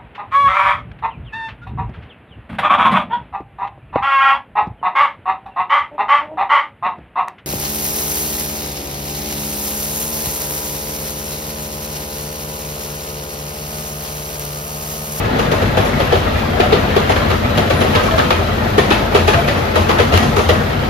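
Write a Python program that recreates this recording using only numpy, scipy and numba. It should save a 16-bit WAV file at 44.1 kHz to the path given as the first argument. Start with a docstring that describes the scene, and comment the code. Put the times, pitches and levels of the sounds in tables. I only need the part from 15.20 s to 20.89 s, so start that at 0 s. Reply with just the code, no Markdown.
"""Wheels clack over rail joints in pairs, one axle after the other, above a steady roar and a throbbing engine.
It is a miniature train in a narrow tunnel, heard from a car just behind the three-cylinder locomotive.
Blows are decaying steel tones and noise bursts; rolling is shaped noise; the engine is a stack of sines.
The car body booms in swelling low tones, flanges rub in short wavering notes, and loose parts rattle.
The close walls smear every blow into a dying wash."""
import sys
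import numpy as np
from scipy import signal
from scipy.fft import rfft, irfft
from scipy.io import wavfile
from scipy.ndimage import uniform_filter1d
from numba import njit

SR = 44100
rng = np.random.default_rng(int(sys.argv[2]) if len(sys.argv) > 2 else 0)


def log_audio(samples):
    """Write samples as a 16-bit WAV file to the path given in sys.argv[1]."""
    # one column per channel
    frames = np.atleast_2d(samples).T
    # limit to full scale, then quantise
    limited = np.clip(frames, -1, 1)
    pcm = np.round(limited * 32767).astype(np.int16)
    wavfile.write(sys.argv[1], SR, pcm)


N = 250929
TIME = np.arange(N) / SR
FREQS = np.fft.rfftfreq(N, 1 / SR)

# All levels in the tables are relative: the functions add their own trims.
# Wheels strike rail joints, mostly in pairs an axle spacing apart, with lighter knocks from the cars behind:
# t/s, thud level/dB, thud pitch f/Hz, knock level/dB, clank level/dB, clatter level/dB, tick level/dB
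JOINTS = [(0.19, -15.5, 468, -25, -18, -23.5, -39.5), (0.317, -16.5, 492, -29, -22, -23, -39.5),
          (0.42, -18, 508, -28, -29, -29, -45), (0.573, -12.5, 507, -17, -22, -21, -39.5),
          (0.652, -23, 520, -25, -29, -32, -40.5), (0.8, -14, 560, -22, -21, -23.5, -43),
          (0.925, -9.5, 485, -16.5, -23, -20.5, -42), (0.955, -21, 650, -17, -29, -30, -50),
          (1.399, -9.5, 407, -13, -22, -18.5, -42), (1.525, -6.5, 436, -13, -17.5, -16.5, -42),
          (1.764, -7.5, 416, -17, -19.5, -20.5, -40), (1.897, -14, 410, -13.5, -15, -20, -38),
          (1.963, -23, 524, -24, -26, -23, -46), (2.103, -18, 480, -30, -19.5, -22.5, -41.5),
          (2.377, -16, 600, -23, -19.5, -19.5, -39), (2.502, -14, 540, -26, -29, -20.5, -39),
          (2.61, -17, 506, -23, -19, -20.5, -39), (2.66, -22, 493, -28, -24, -31, -53),
          (2.752, -17.5, 474, -32, -16, -17, -38), (2.837, -19, 550, -28, -23, -28, -40),
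          (2.865, -33, 525, -26, -20, -30, -50), (2.981, -32, 560, -19, -15, -17.5, -38),
          (3.106, -16, 500, -18, -14.5, -17.5, -38), (3.185, -18, 390, -34, -33, -39, -48),
          (3.58, -7.5, 417, -13.5, -15.5, -17, -35.5), (3.708, -11.5, 374, -24, -12, -14.5, -36),
          (3.949, -6.5, 403, -14, -14, -15.5, -35), (4.079, -12.5, 425, -14, -14.5, -16, -33),
          (4.134, -22, 560, -21, -19, -20.5, -42), (4.278, -26, 500, -23, -24, -19, -39),
          (4.373, -26, 382, -30, -20, -38, -44), (4.559, -16, 480, -22, -12.5, -18, -36),
          (4.692, -17, 462, -23, -11, -18, -37), (4.788, -28, 484, -21, -22, -17, -36.5),
          (4.798, -11, 470, -21, -20.5, -24, -46), (4.923, -21, 493, -25, -20, -20.5, -39),
          (4.937, -15, 450, -18, -20, -17, -35), (4.975, -27, 496, -30, -23, -22.5, -36.5),
          (5.028, -26, 500, -27, -19.5, -23.5, -39.5), (5.166, -13.5, 410, -26, -15, -23, -36.5),
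          (5.19, -16, 450, -26, -18, -25, -40), (5.291, -10.5, 485, -18, -14.5, -17.5, -35.5)]
# Strength of the rolling steel over time: t/s, roar level/dB, hiss level/dB
ROLLING_LEVEL = [(0.0, -22, -29.5), (0.76, -21, -29), (1.0, -22, -28.5), (2.46, -21.5, -28.5),
                 (2.93, -22.5, -27.5), (3.31, -23, -29), (4.09, -21.5, -29), (4.45, -23, -30),
                 (4.93, -23.5, -28), (5.69, -23, -30)]
# Strength of the rumble in the frame over time: t/s, level/dB
FRAME_LEVEL = [(0.0, -28), (0.1, -26), (0.5, -23.5), (1.05, -28), (1.4, -27.5), (1.73, -27), (2.0, -26),
               (2.95, -22.5), (3.12, -30.5), (3.72, -23.5), (4.22, -31), (4.35, -24), (4.48, -29.5),
               (5.01, -21), (5.69, -27.5)]


def clacks(chatter_db=4.0, wheel_db=-6.5, knock_db=0):
    """A rail joint thuds in the bogie, knocks the rail end, rings the wheel, and clanks, clatters and ticks."""
    # spectra of the steel noises: f/Hz, level/dB
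    clank_spectrum = [(150, -34), (330, 9), (500, -3), (650, -2), (830, 4), (1050, 3.5), (1350, 0),
                      (1800, -15), (3000, -49)]
    clatter_spectrum = [(800, -31), (1500, 1), (1950, -0.5), (2300, 0), (3100, 0), (4000, -4.5),
                        (5000, -10), (7000, -44)]  # the couplings
    tick_spectrum = [(3000, -24), (5000, 7.5), (6500, 9.5), (8500, -1.5), (11000, 6.5), (14000, -53),
                     (15500, -36)]  # steel on steel
    snap_spectrum = [(1500, -20), (3500, -3), (7000, -15), (9000, -6), (12000, 12), (15000, 8)]  # brief first contact
    # what a hard blow rings in the wheel: f/Hz, level/dB, t60/s, phase between the ears/rad
    wheel_modes = [(1196, 2.5, 0.049, 1.6), (1356, 2, 0.058, 2), (1886, -1, 0.07, 2.9),
                   (2000, -9, 0.031, 1.4), (2640, -3.5, 0.045, 1.1), (3155, -3, 0.032, 1.6),
                   (3490, -14, 0.03, 3.3), (3970, -9, 0.033, 1.4)]
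    # the short hard knock of the rail end: f/Hz, level/dB, t60/s, phase between the ears/rad
    rail_end_modes = [(646, 0.5, .06, 2.5), (728.5, -0.5, 0.072, 2.2), (805, -3, 0.048, 2.2),
                      (874, -2.5, .05, 2.5)]
    times, thud, pitch, knock, clank, clatter, tick = np.transpose(JOINTS)
    attack_s = .0018
    contact = unit(undb(chatter_db * walk(220)))  # contact is made and lost many times within one blow
    steel = blows(times, clank, clank_spectrum, db=-1.0, rise_s=attack_s, t60=0.033,
                  tunnel_db=-2.0, tunnel_t60=0.57, lead_s=0.0012, contact=contact)
    steel += blows(times, clatter, clatter_spectrum, db=-1.5, rise_s=attack_s, t60=0.22,
                   tunnel_db=-1.5, tunnel_t60=0.43, lead_s=0.0031, contact=contact)
    steel += blows(times, tick, tick_spectrum, db=2.0, rise_s=attack_s, t60=0.32,
                   tunnel_db=2.5, tunnel_t60=0.55, lead_s=0.0059, contact=contact)
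    steel += blows(times, tick, snap_spectrum, db=0.0, rise_s=attack_s, t60=0.15,
                   tunnel_db=-6, tunnel_t60=0.33, lead_s=0.0018, contact=contact)
    wheel_level = (clank + clatter) / 2 + wheel_db
    wheel = struck(times, wheel_level, [wheel_modes] * len(times), rise_s=attack_s, detune=0.028)
    rail = struck(times - attack_s, knock + knock_db, [rail_end_modes] * len(times),
                  rise_s=attack_s, detune=0.027)
    return thuds(times, thud, pitch) + rail + wheel + steel


def thuds(times, levels, pitches, db=-2.5, t60=0.062, ears_rad=1.0, ring_db=-7, ring_lag_s=0.00806):
    """The wheel drops into the gap: one short hollow knock, and the bogie rings on more softly."""
    # what a blow rings in the bogie: f/Hz, level/dB, t60/s, phase between the ears/rad
    bogie_modes = [(348, 7, 0.055, 0.44), (389.4, 6.5, 0.11, 0.17), (445.6, -4.5, 0.26, 1.7),
                   (487.8, 1, 0.25, 0.94), (560, -5, 0.064, 0.54), (680, -4, 0.17, 1.8), (770, -4, 0.16, 1)]
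    hollow_modes = [[(hz, 0, t60, ears_rad)] for hz in pitches]
    hollow = struck(times, levels + db, hollow_modes, rise_s=0.0025, detune=0.012)
    bogie = struck(times + ring_lag_s, levels + ring_db, [bogie_modes] * len(times),
                   rise_s=0.0027, detune=0.019)
    return hollow + bogie


def blows(times, levels, spectrum, db, rise_s, t60, tunnel_db, tunnel_t60, lead_s, contact):
    """A blow wakes dense steel modes, heard as chattering noise, and leaves a smooth wash in the tunnel."""
    wash_rise_s = .004  # the first echoes of a blow gather in the tunnel
    direct, wash = np.zeros((2, N + 2 * SR))  # both hold power, so overlapping blows add up
    age = np.arange(SR) / SR
    rise = 1 - np.exp(-(age / rise_s) ** 2)
    build_up = 1 - np.exp(-(age / wash_rise_s) ** 2)
    for s, level in zip(times, levels):
        start = int((s - lead_s) * SR)  # starts slightly ahead of the listed time and builds up softly
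        direct[start:start + SR] += rise * (undb(level) * fade(age, t60)) ** 2
        wash[start:start + SR] += build_up * (undb(level + tunnel_db) * fade(age, tunnel_t60)) ** 2
    envelope = np.sqrt(direct[:N] * contact ** 2 + wash[:N])
    return undb(db) * envelope * noise(spectrum)


def struck(times, levels, tables, rise_s, detune):
    """Each blow rings its own table of fading modes, a little out of tune and in any phase."""
    out = np.zeros((2, N + SR))
    age = np.arange(SR // 4) / SR
    for s, level, table in zip(times, levels, tables):
        hz, mode_db, t60, ears = np.transpose(table)[:, :, None]
        tuned_hz = hz * (1 + detune * rng.standard_normal(hz.shape))
        phase = 2 * np.pi * (tuned_hz * age + rng.random(hz.shape))
        modes = undb(mode_db) * fade(age, t60) * (1 - np.exp(-(age / rise_s) ** 2))
        apart = ears * rng.choice([-1, 1], ears.shape) / 2  # either ear may lead
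        ring = np.array([(modes * np.sin(phase + ear * apart)).sum(0) for ear in (1, -1)])
        ring /= np.sqrt(np.mean(ring[:, :SR // 50] ** 2))  # the level is the rms of the first 20 ms
        start = int(s * SR)
        out[:, start:start + len(age)] += ring * undb(level)
    return out[:, :N]


def rolling(rumble_db=-1.0, roar_db=2.6, hiss_db=-2.5, lumps_db=2.5, rough_db=0.9, flicker_db=1.0):
    """Rough treads on rough rails: a lumpy rumble in the frame, a roar and a flickering hiss from the steel."""
    # spectra of the three noises: f/Hz, level/dB
    rumble_spectrum = [(50, -24), (75, -13), (110, -18), (145, 4.5), (188, -5.5), (212, 1), (255, 3),
                       (310, -12), (420, -39), (800, -70)]
    roar_spectrum = [(120, 2), (250, -2), (310, -0.5), (500, 0.5), (750, -2), (1050, -9), (1350, -6.5),
                     (1700, -9), (3100, -18.5), (4200, -23), (6000, -49), (12000, -40.5)]
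    hiss_spectrum = [(2000, 8), (4000, 8.5), (5500, 2.5), (7500, -3.5), (10000, -7.5), (12000, -3.5),
                     (14500, -10.5), (16000, -55)]
    rumble_level, = curves(FRAME_LEVEL)
    roar_level, hiss_level = curves(ROLLING_LEVEL)
    rumble = undb(rumble_level + rumble_db + lumps_db * walk(12)) * noise(rumble_spectrum)
    roar = undb(roar_level + roar_db + rough_db * walk(25)) * noise(roar_spectrum)
    hiss = undb(hiss_level + hiss_db + flicker_db * walk(40)) * noise(hiss_spectrum)
    return rumble + roar + hiss


def engine(db=-1.0, flutter_db=2.0, drift=0.00282, share=0.2):
    """Three uneven cylinders give tones at multiples of the engine cycle, which swell with the rumble."""
    # exhaust tones: multiple of the engine cycle, rms level/dB
    exhaust = [(3, -44), (4, -61), (5, -57), (6, -30), (7, -37), (8, -34), (9, -38.5), (10, -27.5),
               (11, -36.5), (12, -29.5), (13, -40), (14, -34.5), (15, -39.5), (16, -40), (17, -34.5),
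               (24, -35.5), (25, -36.5), (27, -35.5), (36, -48)]
    cycle_hz = 8.458
    cycles = np.cumsum(cycle_hz * (1 + drift * walk(2.2))) / SR
    rumble, = curves(FRAME_LEVEL)
    out = np.zeros(N)
    for order, level in exhaust:
        # short waves flutter most as the walls slide by
        sway_db = flutter_db * min(order / 10, 2) * walk(3)
        tone = np.sin(2 * np.pi * (round(order) * cycles + rng.random()))
        out += undb(level + db + sway_db) * tone
    return np.sqrt(2) * out * undb(share * (rumble - rumble.mean()))


def body(db=0.0, spread_hz=2.9, sway_db=-10, sway_hz=88, throb_db=-1.0):
    """The car floor drums at low resonances: a surge at every lurch, and a wavering tone under the rumble."""
    # booms of the floor when the car lurches: middle t/s, length t/s, f/Hz, level/dB
    booms = [(0.32, .04, 100.4, -25), (0.45, .045, 100.3, -17), (0.597, 0.06, 100, -18.5),
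             (0.974, .04, 91.6, -21), (1.158, 0.045, 88, -17), (1.635, 0.038, 90, -17.5),
             (1.982, 0.025, 88, -17), (2.117, 0.044, 97, -17), (2.242, 0.045, 99.3, -19.5),
             (2.394, 0.067, 157, -21), (2.55, .06, 158, -23), (2.7, .06, 212, -22.5),
             (2.767, 0.027, 88, -17), (2.93, .06, 85, -18), (3.18, 0.14, 85, -24),
             (3.527, 0.03, 95.2, -18.5), (4.038, 0.14, 85.3, -16.5), (4.16, 0.024, 88.3, -11),
             (4.16, .06, 142, -22.5), (4.33, .06, 98, -21), (4.61, 0.06, 87.4, -18.5),
             (4.692, .05, 85.6, -17.5), (4.815, 0.052, 86.7, -15), (4.958, 0.06, 87, -11),
             (5.06, .11, 228, -20.5), (5.19, 0.064, 85, -14.5), (5.3, 0.13, 85, -17)]
    jolts = np.zeros(N)
    for s, length, hz, level in booms:
        jolts += swell(s, length, level + db) * np.sin(2 * np.pi * (hz * TIME + rng.random()))
    sway = unit(undb(throb_db * walk(14)) * wavering(sway_hz, spread_hz, 12))
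    rumble, = curves(FRAME_LEVEL)
    return np.sqrt(2) * jolts + undb(rumble + sway_db) * sway


def flanges(db=0, spread=0.0054, rough_db=3):
    """A flange rubs the rail and the wheel swells into a rough, unsteady note, then lets go again."""
    # notes of the rubbed wheels: middle t/s, length t/s, f/Hz, level/dB
    rubs = [(0.657, 0.075, 11400, -40), (0.85, .08, 11600, -45), (1.435, 0.068, 732, -19),
            (2.59, .05, 1555, -29), (2.593, 0.076, 10770, -35), (2.684, 0.23, 10350, -50),
            (2.64, 0.17, 620, -26.5), (2.8, .04, 1260, -26), (2.798, .04, 1580, -30),
            (2.89, 0.035, 1110, -26), (2.947, 0.085, 641, -20), (2.994, .6, 1300, -32),
            (3.026, .05, 720, -24), (3.14, .04, 1270, -26), (4.185, 0.085, 687, -19.5),
            (4.23, 0.087, 11450, -39), (5.013, 0.062, 1910, -27), (5.034, 0.075, 727, -24)]
    grip = undb(rough_db * walk(70))
    notes = np.zeros((2, N))
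    for s, length, hz, level in rubs:
        both_ears = np.array([wavering(hz, 12 + spread * hz, 140) for ear in range(2)])
        notes += swell(s, length, level + db) * both_ears
    return grip * notes


def rattles(shaken_db=1, jolted_db=-3.5, count=520):
    """Chains and fittings chatter all the time, and jump in a short flurry at every joint."""
    times, _, _, _, _, clatter, _ = np.transpose(JOINTS)
    hiss = curves(ROLLING_LEVEL)[1]
    anytime = rng.integers(0, N, size=count)
    ring_s, settle_s = .12, .011
    late = settle_s * rng.gamma(2, .5, size=(len(times), 5))
    flurry = clatter[:, None] + jolted_db - 3 * late / settle_s  # later bounces are weaker
    shaken = knocks(anytime / SR, hiss[anytime] + shaken_db, ring_s, scatter_db=5.0)
    jolted = knocks((times[:, None] + late).ravel(), flurry.ravel(), ring_s, scatter_db=8.5)
    return tunnel(shaken + jolted, db=-2.5, t60=0.48)


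def knocks(times, levels, t60, scatter_db, count=5):
    """Small metal parts knock; each knock rings a few modes of its own, which reach the ears in any phase."""
    # tone colour of the loose steel parts: f/Hz, level/dB
    loose_parts = [(350, 12), (550, 2), (850, 0), (1050, -2), (1350, -3.5), (2000, -4), (3200, -8.5),
                   (4000, -15), (6000, -37)]
    shape = (len(times), count)
    hz = np.exp(rng.uniform(np.log(450), np.log(6000), shape)).ravel()
    mode_t60 = t60 * (hz / 1000) ** -.5  # t60 holds at 1 kHz; higher modes die sooner
    poles = fade(1 / SR, mode_t60) * np.exp(2j * np.pi * hz / SR)
    mode_db = levels[:, None] + scatter_db * rng.uniform(-1.12, 1, shape)
    sizes = undb(mode_db).ravel() * np.sqrt(hz / 1000)
    starts = np.repeat((times * SR).astype(int), count)
    ears = np.array([pings(starts, poles, sizes * np.exp(2j * np.pi * rng.random(len(hz))))
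                     for ear in range(2)])
    return irfft(rfft(ears) * undb(across(loose_parts)), N)


@njit
def pings(starts, poles, sizes):
    """A sum of small decaying rings: each spins and shrinks a complex number by its pole at every sample."""
    out = np.zeros(N)
    for k in range(len(starts)):
        z = sizes[k]
        length = int(-5 / np.log(abs(poles[k])))  # until the ring has faded to exp(-5)
        for i in range(starts[k], min(N, starts[k] + length)):
            out[i] += z.imag
            z *= poles[k]
    return out


def tunnel(x, db, t60):
    """The close walls follow a sound with a dense, dying wash, different at each ear."""
    age = np.arange(SR // 2) / SR
    echoes = rng.standard_normal((2, SR // 2)) * fade(age, t60)
    echoes /= np.sqrt(np.sum(echoes ** 2, axis=1, keepdims=True))
    return x + undb(db) * signal.fftconvolve(x, echoes, axes=1)[:, :N]


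def noise(spectrum):
    """Coloured stereo noise of rms 1, empty in the deepest bass, its two sides alike or unlike by frequency."""
    # likeness of left and right, negative where they move oppositely: f/Hz, correlation
    likeness = [(210, .97), (260, .85), (300, .2), (385, .6), (460, .1), (900, -.2), (1600, -.1),
                (2500, .3), (4500, .25), (6500, .05), (8600, -.75), (10500, -.05), (12500, .95)]
    low_hz = 46
    gain = undb(across(spectrum)) * (1 - np.exp(-(FREQS / low_hz) ** 6))
    mid, side = rfft(rng.standard_normal((2, N))) * gain
    alike = np.clip(across(likeness), -.85, .99)
    mid = mid * np.sqrt(1 + alike)
    side = side * np.sqrt(1 - alike)
    return unit(irfft(np.array([mid + side, mid - side]), N))


def wavering(hz, spread_hz, rate):
    """A tone of rms 1 whose pitch wanders at random."""
    cycles = np.cumsum(hz + spread_hz * walk(rate)) / SR
    return np.sqrt(2) * np.sin(2 * np.pi * (cycles + rng.random()))


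def walk(rate):
    """Smooth random wandering of rms 1, from held random values averaged twice; fast ones repeat."""
    step = int(SR / rate / 2)
    held = np.repeat(rng.standard_normal(1100), step)[:N]
    smooth = uniform_filter1d(np.resize(held, N), step)
    return unit(uniform_filter1d(smooth, step))


def swell(s, length, db):
    """A smooth bell-shaped rise and fall around time s."""
    return undb(db) * np.exp(-(2 * (TIME - s) / length) ** 2)


def fade(age, t60):
    """Exponential decay, 60 dB down after t60."""
    return np.exp(-np.log(1000) * age / t60)


def curves(table):
    """Each column of a time table, joined by straight lines."""
    s, *columns = np.transpose(table)
    return [np.interp(TIME, s, column) for column in columns]


def across(points):
    """Pairs of frequency and value, joined on a log-frequency axis."""
    hz, value = np.transpose(points)
    return np.interp(np.log(FREQS + 1), np.log(hz), value)


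def undb(db):
    """Decibels to gain."""
    return 10 ** (np.asarray(db) / 20)


def unit(x):
    """Scale to rms 1."""
    return x / np.sqrt(np.mean(x ** 2))


def scene():
    """Wheel noise rings through the steel, engine, floor and flanges join in; most of it leans to the left."""
    # wheel and frame resonances that colour the steel noise: f/Hz, width f/Hz, boost level/dB
    resonances = [(605, 14, 3), (860, 39, 1.5), (1190, 69, 2.5), (1290, 60, 2.5), (1350, 32, 1.5),
                  (1890, 86, 1.5), (2660, 18, 3), (3100, 32, 0.5), (3320, 39, 3), (3830, 180, 0.5)]
    # the left wall is nearer: f/Hz, left minus right level/dB
    lean = [(100, 2.5), (500, 2.5), (1400, 2.5), (2600, 0.5), (5200, 3), (8500, 0)]
    ringing = undb(sum(db / (1 + (2 * (FREQS - hz) / width) ** 2) for hz, width, db in resonances))
    steel = rfft(clacks() + rolling() + rattles()) * ringing
    mix = steel + rfft(engine() + body() + flanges())
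    balance = undb(across(lean) * np.array([[1], [-1]]) / 2)
    return irfft(mix * balance, N)


def record(dry):
    """Peaks beyond full scale are clipped flat, then a steep low-pass cuts the top."""
    top_hz = 15100
    lowpass = signal.ellip(8, .2, 70, top_hz, fs=SR, output="sos")
    return signal.sosfilt(lowpass, np.clip(dry, -1, 1))


dry = scene()
out = record(dry)
log_audio(out)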